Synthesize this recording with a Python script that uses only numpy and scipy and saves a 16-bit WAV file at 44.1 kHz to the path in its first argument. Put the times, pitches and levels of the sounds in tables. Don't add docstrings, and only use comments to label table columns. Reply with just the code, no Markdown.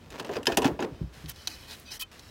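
import sys
import numpy as np
from scipy import signal
from scipy.fft import rfft, irfft
from scipy.io import wavfile

SR = 44100
rng = np.random.default_rng(int(sys.argv[2]) if len(sys.argv) > 2 else 0)


def wrap_up_sound(samples):
    columns = np.atleast_2d(samples).T
    tamed = np.clip(columns, -1, 1)
    steps = np.round(tamed * 32767).astype(np.int16)
    wavfile.write(sys.argv[1], SR, steps)


N = 101429
CLOCK = np.arange(N) / SR
T = np.arange(SR // 2) / SR
CONTACT_S = 0.00054


def amp(db):
    return 10 ** (np.asarray(db) / 20)


def unit(x):
    return x / np.sqrt(np.mean(x ** 2) + 1e-20)


def read(points, hz):
    f, value = np.transpose(points)
    return np.interp(np.log(hz + 1), np.log(f), value)


def add(mix, s, sound):
    part = mix[max(0, round(s * SR)):][:len(sound)]
    part += sound[:len(part)]


def colour(x, spectrum, tilt_db=0):
    hz = np.fft.rfftfreq(len(x), 1 / SR)
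    eq_db = read(spectrum, hz) + tilt_db * np.log2(np.maximum(hz, 20))
    return unit(irfft(rfft(x) * amp(eq_db), len(x)))


def attack(rise_s):
    return 1 - np.exp(-T / rise_s)


def decay(t60):
    return np.exp(-np.log(1000) * T / t60)


def burst(spectrum, t60s, rise_s, tilt_db=0):
    noise = rfft(colour(rng.choice([-1., 1.], len(T)), spectrum, tilt_db))
    octave = np.log2(np.clip(np.fft.rfftfreq(len(T), 1 / SR), 64, 16384))
    out = np.zeros(len(T))
    for k in range(6, 15):
        band = irfft(noise * np.maximum(1 - abs(octave - k), 0), len(T))
        out += band * decay(read(t60s, 2 ** k))
    return out * attack(rise_s)


def ring(modes, scatter_db=0, detune=0):
    chance = rng.standard_normal((len(modes), 3))
    swing = np.zeros(len(T))
    for (hz, db, t60), (louder, sharper, phase) in zip(modes, chance):
        tone = np.sin(2 * np.pi * (hz * (1 + detune * sharper) * T + phase))
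        swing += amp(db + scatter_db * louder) * decay(t60) * tone
    return swing * attack(CONTACT_S)


def tilted(modes, tilt_db):
    shelf_hz, pivot_hz = 2560, 3500
    return [(hz, db + tilt_db * np.log2(max(hz, shelf_hz) / pivot_hz), t60) for hz, db, t60 in modes]


def resonate(force, plate):
    return signal.fftconvolve(force, plate / np.linalg.norm(plate))[:len(T)]


def grit(per_s, spread_db):
    size = amp(spread_db * np.minimum(rng.exponential(1, len(T)), 5))
    return unit(size * rng.choice([-1., 1.], len(T)) * (rng.random(len(T)) < per_s / SR))


def stroke(length, peak):
    ramp = np.interp(T / length, [0, np.clip(peak, .02, .98), 1], [0, 1, 0])
    return np.sin(np.pi / 2 * ramp)


# (frequency [Hz], level [dB])
AIR_EQ = [(20, -5), (60, 1), (150, -6), (500, -15), (1000, -6.5), (2000, -10), (4000, -13.5), (8000, -22.5),
          (16000, -44)]
RUMBLE_EQ = [(20, -38), (35, 12), (50, -8), (75, 3.5), (140, -6), (220, -8), (500, -13.5), (1200, -23),
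             (4000, -41.5)]
# (time [s], level [dB])
RUMBLE_FADER = [(0, -51), (.13, -48.5), (.18, -71), (.3, -58), (1.0, -50.5), (1.3, -52.5), (1.42, -53.5),
                (1.6, -51), (1.85, -51.5), (2.07, -54.5), (2.15, -55.5), (2.3, -51.5)]

def outdoors():
    air, rumble = rng.standard_normal((2, N))
    fader = amp(np.interp(CLOCK, *np.transpose(RUMBLE_FADER)))
    return amp(-62) * colour(air, AIR_EQ) + fader * colour(rumble, RUMBLE_EQ)


# (frequency [Hz], level [dB], t60 [s])
LAID_SLATE = [(915, -7, 0.055), (1667, -7, 0.078), (1782, -11, 0.19), (2130, -12, 0.064), (2533, 3, 0.041),
              (2780, -16, 0.05), (3090, -3.5, 0.039), (3400, -3, 0.039), (3746, -1.5, 0.03),
              (4240, -5.5, 0.023), (4880, 1.5, 0.033), (5160, -1, 0.026), (6970, -6.5, 0.026),
              (7580, -12.5, 0.024)]
# (frequency [Hz], level [dB])
DRAG_EQ = [(30, -40), (120, -0.5), (300, 11.5), (750, 0.5), (1300, -4), (3000, -11), (6000, -20.5),
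           (8000, -28), (10000, -35.5), (16000, -34.5)]
# (start [s], length [s], peak position [0-1], level [dB], tilt [dB/octave])
DRAGS = [(0, 0.17, 0.2, -58.5, 3), (0.105, 0.17, 0.15, -45, 2.5), (0.183, 0.029, 0.43, -40, 3),
         (0.254, 0.047, 0.27, -45.5, 2.5), (0.294, 0.11, 0.48, -39, 2), (0.48, 0.089, 0, -36.5, 3),
         (0.625, 0.073, 0.43, -33.5, 2.5), (0.786, 0.069, 0.87, -33.5, 0), (0.856, 0.19, 0.84, -53.5, 0.5)]

def slate_drags():
    out = np.zeros(N)
    for s, length, peak, db, tilt_db in DRAGS:
        grains, pressure = grit(per_s=2200, spread_db=3.5), stroke(length, peak)
        plate = ring(tilted(LAID_SLATE, tilt_db), scatter_db=3, detune=0.018)
        chinks = amp(-32) * resonate(grains * pressure, plate)
        scrape = pressure * colour(grains, DRAG_EQ, tilt_db)
        add(out, s, amp(db) * (scrape + chinks))
    return out


# (frequency [Hz], level [dB], t60 [s])
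HELD_SLATE = [(1008, -18, 0.068), (1310, -20.5, 0.12), (1887, -16, 0.05), (2537, -5, 0.061),
              (3078, -1.5, 0.059), (3338, -0.5, 0.03), (3750, -0.5, 0.023), (3944, 1.5, 0.022),
              (4330, -1, 0.02), (4610, -3.5, 0.021), (4880, -4.5, 0.028), (5270, -5, 0.024),
              (5910, -5, 0.025), (8840, -25, .03)]
# (frequency [Hz], level [dB])
RUB_EQ = [(150, -6), (600, -4), (1500, 0), (2600, -0.5), (4200, -2), (5500, -2.5), (7500, -7.5),
          (11000, -8.5), (16000, -12.5)]
# (start [s], length [s], peak position [0-1], rub level [dB], rub tilt [dB/octave],
# ring level [dB], ring tilt [dB/octave])
SLIDES = [(0.005, 0.04, 0.4, -65, -6, -55.5, -35), (0.856, 0.28, 0.4, -70, -27, -64, 3),
          (1.12, 0.23, 0.12, -52, -2, -88, -13), (1.277, 0.05, 0.4, -43, 1, -52.5, 4),
          (1.289, 0.015, 0.64, -31.5, 11.5, -49, -8), (1.308, 0.22, 0.52, -54, -1, -56.5, 7),
          (1.477, .12, 0.26, -47.5, 0, -49.5, 6.5), (1.556, 0.16, 0.4, -52.5, -0.5, -55.5, 4),
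          (1.665, 0.097, 0.65, -45, -0.5, -47, 3), (1.744, 0.14, 0.06, -53.5, 0, -73, 1.5),
          (1.796, 0.0097, .3, -43.5, 13, -65, 0), (1.844, 0.08, 0.49, -55, -1.5, -48.5, 7),
          (1.902, 0.04, 0.47, -44.5, 0.5, -39, 9), (1.925, 0.06, 0.35, -43, 2, -48, 16),
          (1.993, 0.035, 0.22, -38.5, 7.5, -35.5, 4.5), (2.01, 0.029, 0, -34, 6.5, -43, 1),
          (2.015, .016, 0.27, -52, 2, -35.5, -14.5), (2.113, 0.13, 0.04, -50.5, -2.5, -77, -11),
          (2.165, 0.93, 0.1, -56.5, -1, -64.5, 14)]

def glove_slides():
    out = np.zeros(N)
    for s, length, peak, rub_db, rub_tilt_db, ring_db, ring_tilt_db in SLIDES:
        grains, pressure = grit(per_s=4300, spread_db=1), stroke(length, peak)
        add(out, s, amp(rub_db) * pressure * colour(grains, RUB_EQ, rub_tilt_db))
        travel = np.minimum(T / length, 1)
        for share in (1 - travel, travel):
            plate = ring(tilted(HELD_SLATE, ring_tilt_db), scatter_db=2.5, detune=0.0025)
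            add(out, s, amp(ring_db) * resonate(grains * pressure * np.sqrt(share), plate))
    return out


# (time [s], share [0-1])
ECHO_SEND = [(1.78, 0.1), (1.88, 0), (1.96, 0.66), (2.0, 0.1), (2.12, 0.2)]

def roof_echo(direct):
    notch_spacing_hz, scatter_above_hz = 1180, 6670
    hz = np.fft.rfftfreq(N, 1 / SR)
    delay = np.exp(-2j * np.pi * hz / notch_spacing_hz)
    bounce = irfft(rfft(direct) * delay / (1 + (hz / scatter_above_hz) ** 8), N)
    send = np.interp(CLOCK, *np.transpose(ECHO_SEND))
    return (direct - send * bounce) / np.sqrt(1 + send ** 2)


# (frequency [Hz], level [dB], t60 [s])
RAFTER_MODES = [(63, -2, 0.24), (148.2, 0, 0.047), (292.5, -17.5, 0.11)]
# (frequency [Hz], level [dB])
THUD_EQ = [(20, -56), (45, -11), (70, -1.5), (100, -5), (140, 2.5), (200, -10), (320, -9), (500, -30),
           (1500, -73)]
# (time [s], level [dB], tilt [dB/octave])
THUMPS = [(0.075, -39.5, -6.5), (0.516, -41, -3), (0.572, -28, 11), (0.651, -32, 21.5), (0.713, -29.5, 5),
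          (0.914, -34, -3.5), (1.009, -24, 3), (1.026, -25.5, 2), (1.168, -40.5, -3), (1.239, -33, 4),
          (1.28, -42.5, -1), (1.54, -43.5, -2), (2.225, -48.5, -0.5)]

def weight_thumps():
    rise_s, pivot_hz = 0.0038, 100
    thud_t60s = [(60, 0.25), (400, 0.031)]  # (frequency [Hz], t60 [s])
    out = np.zeros(N)
    for s, level_db, tilt_db in THUMPS:
        modes = [(hz, db + tilt_db * np.log2(hz / pivot_hz), t60) for hz, db, t60 in RAFTER_MODES]
        rafters = ring(modes, detune=0.029) * attack(rise_s)
        thud = amp(-2.5) * burst(THUD_EQ, thud_t60s, rise_s, tilt_db)
        add(out, s, amp(level_db) * (rafters + thud))
    return out


# (frequency [Hz], level [dB])
CRACK_EQ = [(300, -33), (800, 2.5), (1250, -0.5), (1750, 7.5), (2350, -6.5), (2690, 9.5), (3400, 0),
            (4800, -5), (6000, -3.5), (7500, -10), (12000, -12.5), (16000, -28)]
RATTLE_EQ = [(30, -43), (100, -10), (180, -11), (270, -2.5), (450, -0.5), (600, -5), (800, -7.5),
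             (1000, -8), (1300, -16.5), (3000, -36), (8000, -50)]
# (frequency [Hz], t60 [s])
CRACK_T60 = [(500, 0.015), (2000, 0.034), (5000, 0.038), (14000, 0.04)]
RATTLE_T60 = [(100, 0.44), (350, 0.35), (800, 0.15), (3000, 0.41)]
# (frequency [Hz], level [dB], t60 [s])
DECK_MODES = [(266, 4.5, 0.046), (366.5, -0.5, 0.054), (450, -1.5, 0.069), (683, -2.5, 0.053),
              (794, 2, 0.044), (964, -1, 0.061)]
# (time [s], crack level [dB], tilt [dB/octave], ring level [dB], rattle level [dB],
# boom level [dB], boom centre [Hz])
KNOCKS = [(.103, -43, 2.5, -51, -74, -66, 770), (0.142, -40, -6, -74, -41.5, -39, 835),
          (0.1971, -28, -1.5, -43, -34, -40, 360), (0.2465, -35, -1.5, -52, -39.5, -47, 800),
          (0.2919, -31.5, -6.5, -55, -30.5, -25, 363), (0.356, -33, -8.5, -43, -33.5, -42, 444),
          (0.3663, -33.5, -1.5, -39.5, -33, -18.5, 452), (0.4297, -39.5, 1.5, -75, -60, -55, 450),
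          (0.4558, -30.5, 1.5, -52, -74, -67, 766), (0.4687, -20.5, 2.5, -20, -29, -23, 890),
          (.477, -35, -14, -43, -30.5, -13, 358), (.487, -41, 2, -56, -33, -27, 447),
          (.497, -42, -7, -52, -62, -15.5, 630), (0.52, -27, -4.5, -37.5, -41, -28, 670),
          (0.532, -37, -16, -47, -45, -48, 450), (0.571, -14, 4, -42, -24.5, -12, 800),
          (.5738, -21.5, -3, -35, -28.5, -15.5, 279), (.585, -31, 2.5, -38, -35, -21, 440),
          (0.6192, -25, -2.5, -56, -28.5, -21, 900), (.629, -30, -3, -50, -38, -37, 280),
          (0.644, -20, -2.5, -33.5, -28.5, -14, 786), (.653, -25, -2.5, -43, -27, -10.5, 268),
          (0.6641, -27, -7, -38, -37.5, -32, 450), (.677, -43, 1, -49, -29, -47, 365),
          (0.791, -28.5, -9, -47, -30, -24, 810), (.802, -37, -3, -48, -36, -21, 397),
          (0.8248, -27, -4, -52, -38, -21, 400), (.843, -51, -3, -54, -34.5, -23, 373)]

def slate_knocks():
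    boom_width_oct = 0.28
    out = np.zeros(N)
    for s, crack_db, tilt_db, ring_db, rattle_db, boom_db, boom_hz in KNOCKS:
        crack = burst(CRACK_EQ, CRACK_T60, rise_s=0.00072, tilt_db=tilt_db)
        tail = amp(-29) * colour(rng.standard_normal(len(T)), CRACK_EQ, tilt_db + 1) * decay(t60=0.21)
        slate = ring(tilted(LAID_SLATE, tilt_db), scatter_db=3.5, detune=0.0049)
        add(out, s, amp(crack_db) * (crack + tail) + amp(ring_db) * slate)
        struck_modes = [(hz, db - 6 * (np.log2(hz / boom_hz) / boom_width_oct) ** 2, t60)
                        for hz, db, t60 in DECK_MODES]
        boom = ring(struck_modes, detune=0.011) * attack(rise_s=0.004)
        rattle = burst(RATTLE_EQ, RATTLE_T60, rise_s=0.0016)
        add(out, s, amp(rattle_db) * rattle + amp(boom_db) * boom)
    return out


# (time [s], level [dB], pitch [Hz])
CRUMBS = [(.2268, -48, 6900), (.262, -47, 8300), (.3168, -43.5, 6200), (.3595, -36.5, 5640),
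          (.512, -48, 7200), (.5212, -40, 7450), (.5567, -50, 5200), (.6197, -36, 8150), (.6245, -35, 8200),
          (.6565, -26.5, 6000), (.678, -36, 5600), (.8052, -37.5, 6560), (.8255, -44, 7400),
          (.8435, -53, 6900)]

def crumb_snaps():
    out = np.zeros(N)
    for s, db, hz in CRUMBS:
        peak_eq = [(hz / 4, -29), (hz / 1.24, -20), (hz, 0), (hz * 1.24, -20), (hz * 4, -29)]
        snap = colour(rng.choice([-1., 1.], len(T)), peak_eq)
        add(out, s, amp(db) * snap * attack(CONTACT_S) * decay(t60=0.015))
    return out


# (frequency [Hz], level [dB])
TICK_EQ = [(450, -19), (720, -14), (1800, -5), (3000, -11), (3900, 13.5), (5000, -1), (6000, 7), (7300, -7),
           (16000, -16.5)]
# (frequency [Hz], t60 [s])
TICK_T60 = [(700, 0.074), (4000, 0.019), (14000, 0.047)]
# (frequency [Hz], level [dB], t60 [s])
BENDING_MODES = [(319.4, -29, 0.54), (724, -19, 0.079)]
# (time [s], click level [dB], ring level [dB])
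TICKS = [(1.259, -45, -44), (1.36, -43.5, -58), (1.4729, -19.5, -28), (1.477, -42, -28), (1.71, -37, -64),
         (1.73, -39.5, -49), (2.194, -38.5, -54)]

def slate_ticks():
    out = np.zeros(N)
    for s, click_db, ring_db in TICKS:
        click = burst(TICK_EQ, TICK_T60, rise_s=0.00024)
        ringing = ring(HELD_SLATE) * decay(t60=0.045) + ring(BENDING_MODES)
        add(out, s, amp(click_db) * click + amp(ring_db) * ringing)
    return out


def scene():
    bed = outdoors()
    on_roof = slate_drags() + weight_thumps() + slate_knocks() + crumb_snaps()
    in_hand = roof_echo(glove_slides() + slate_ticks())
    return (bed + on_roof + in_hand)[None]


def record(dry):
    bass_cut_hz, top_hz = 51.3, 16000
    bass_cut = signal.butter(3, bass_cut_hz, "high", fs=SR, output="sos")
    band_limit = signal.firwin(511, top_hz, window=("kaiser", 9), fs=SR)
    return signal.oaconvolve(signal.sosfilt(bass_cut, dry), band_limit[None], "same")


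dry = scene()
out = record(dry)
wrap_up_sound(out)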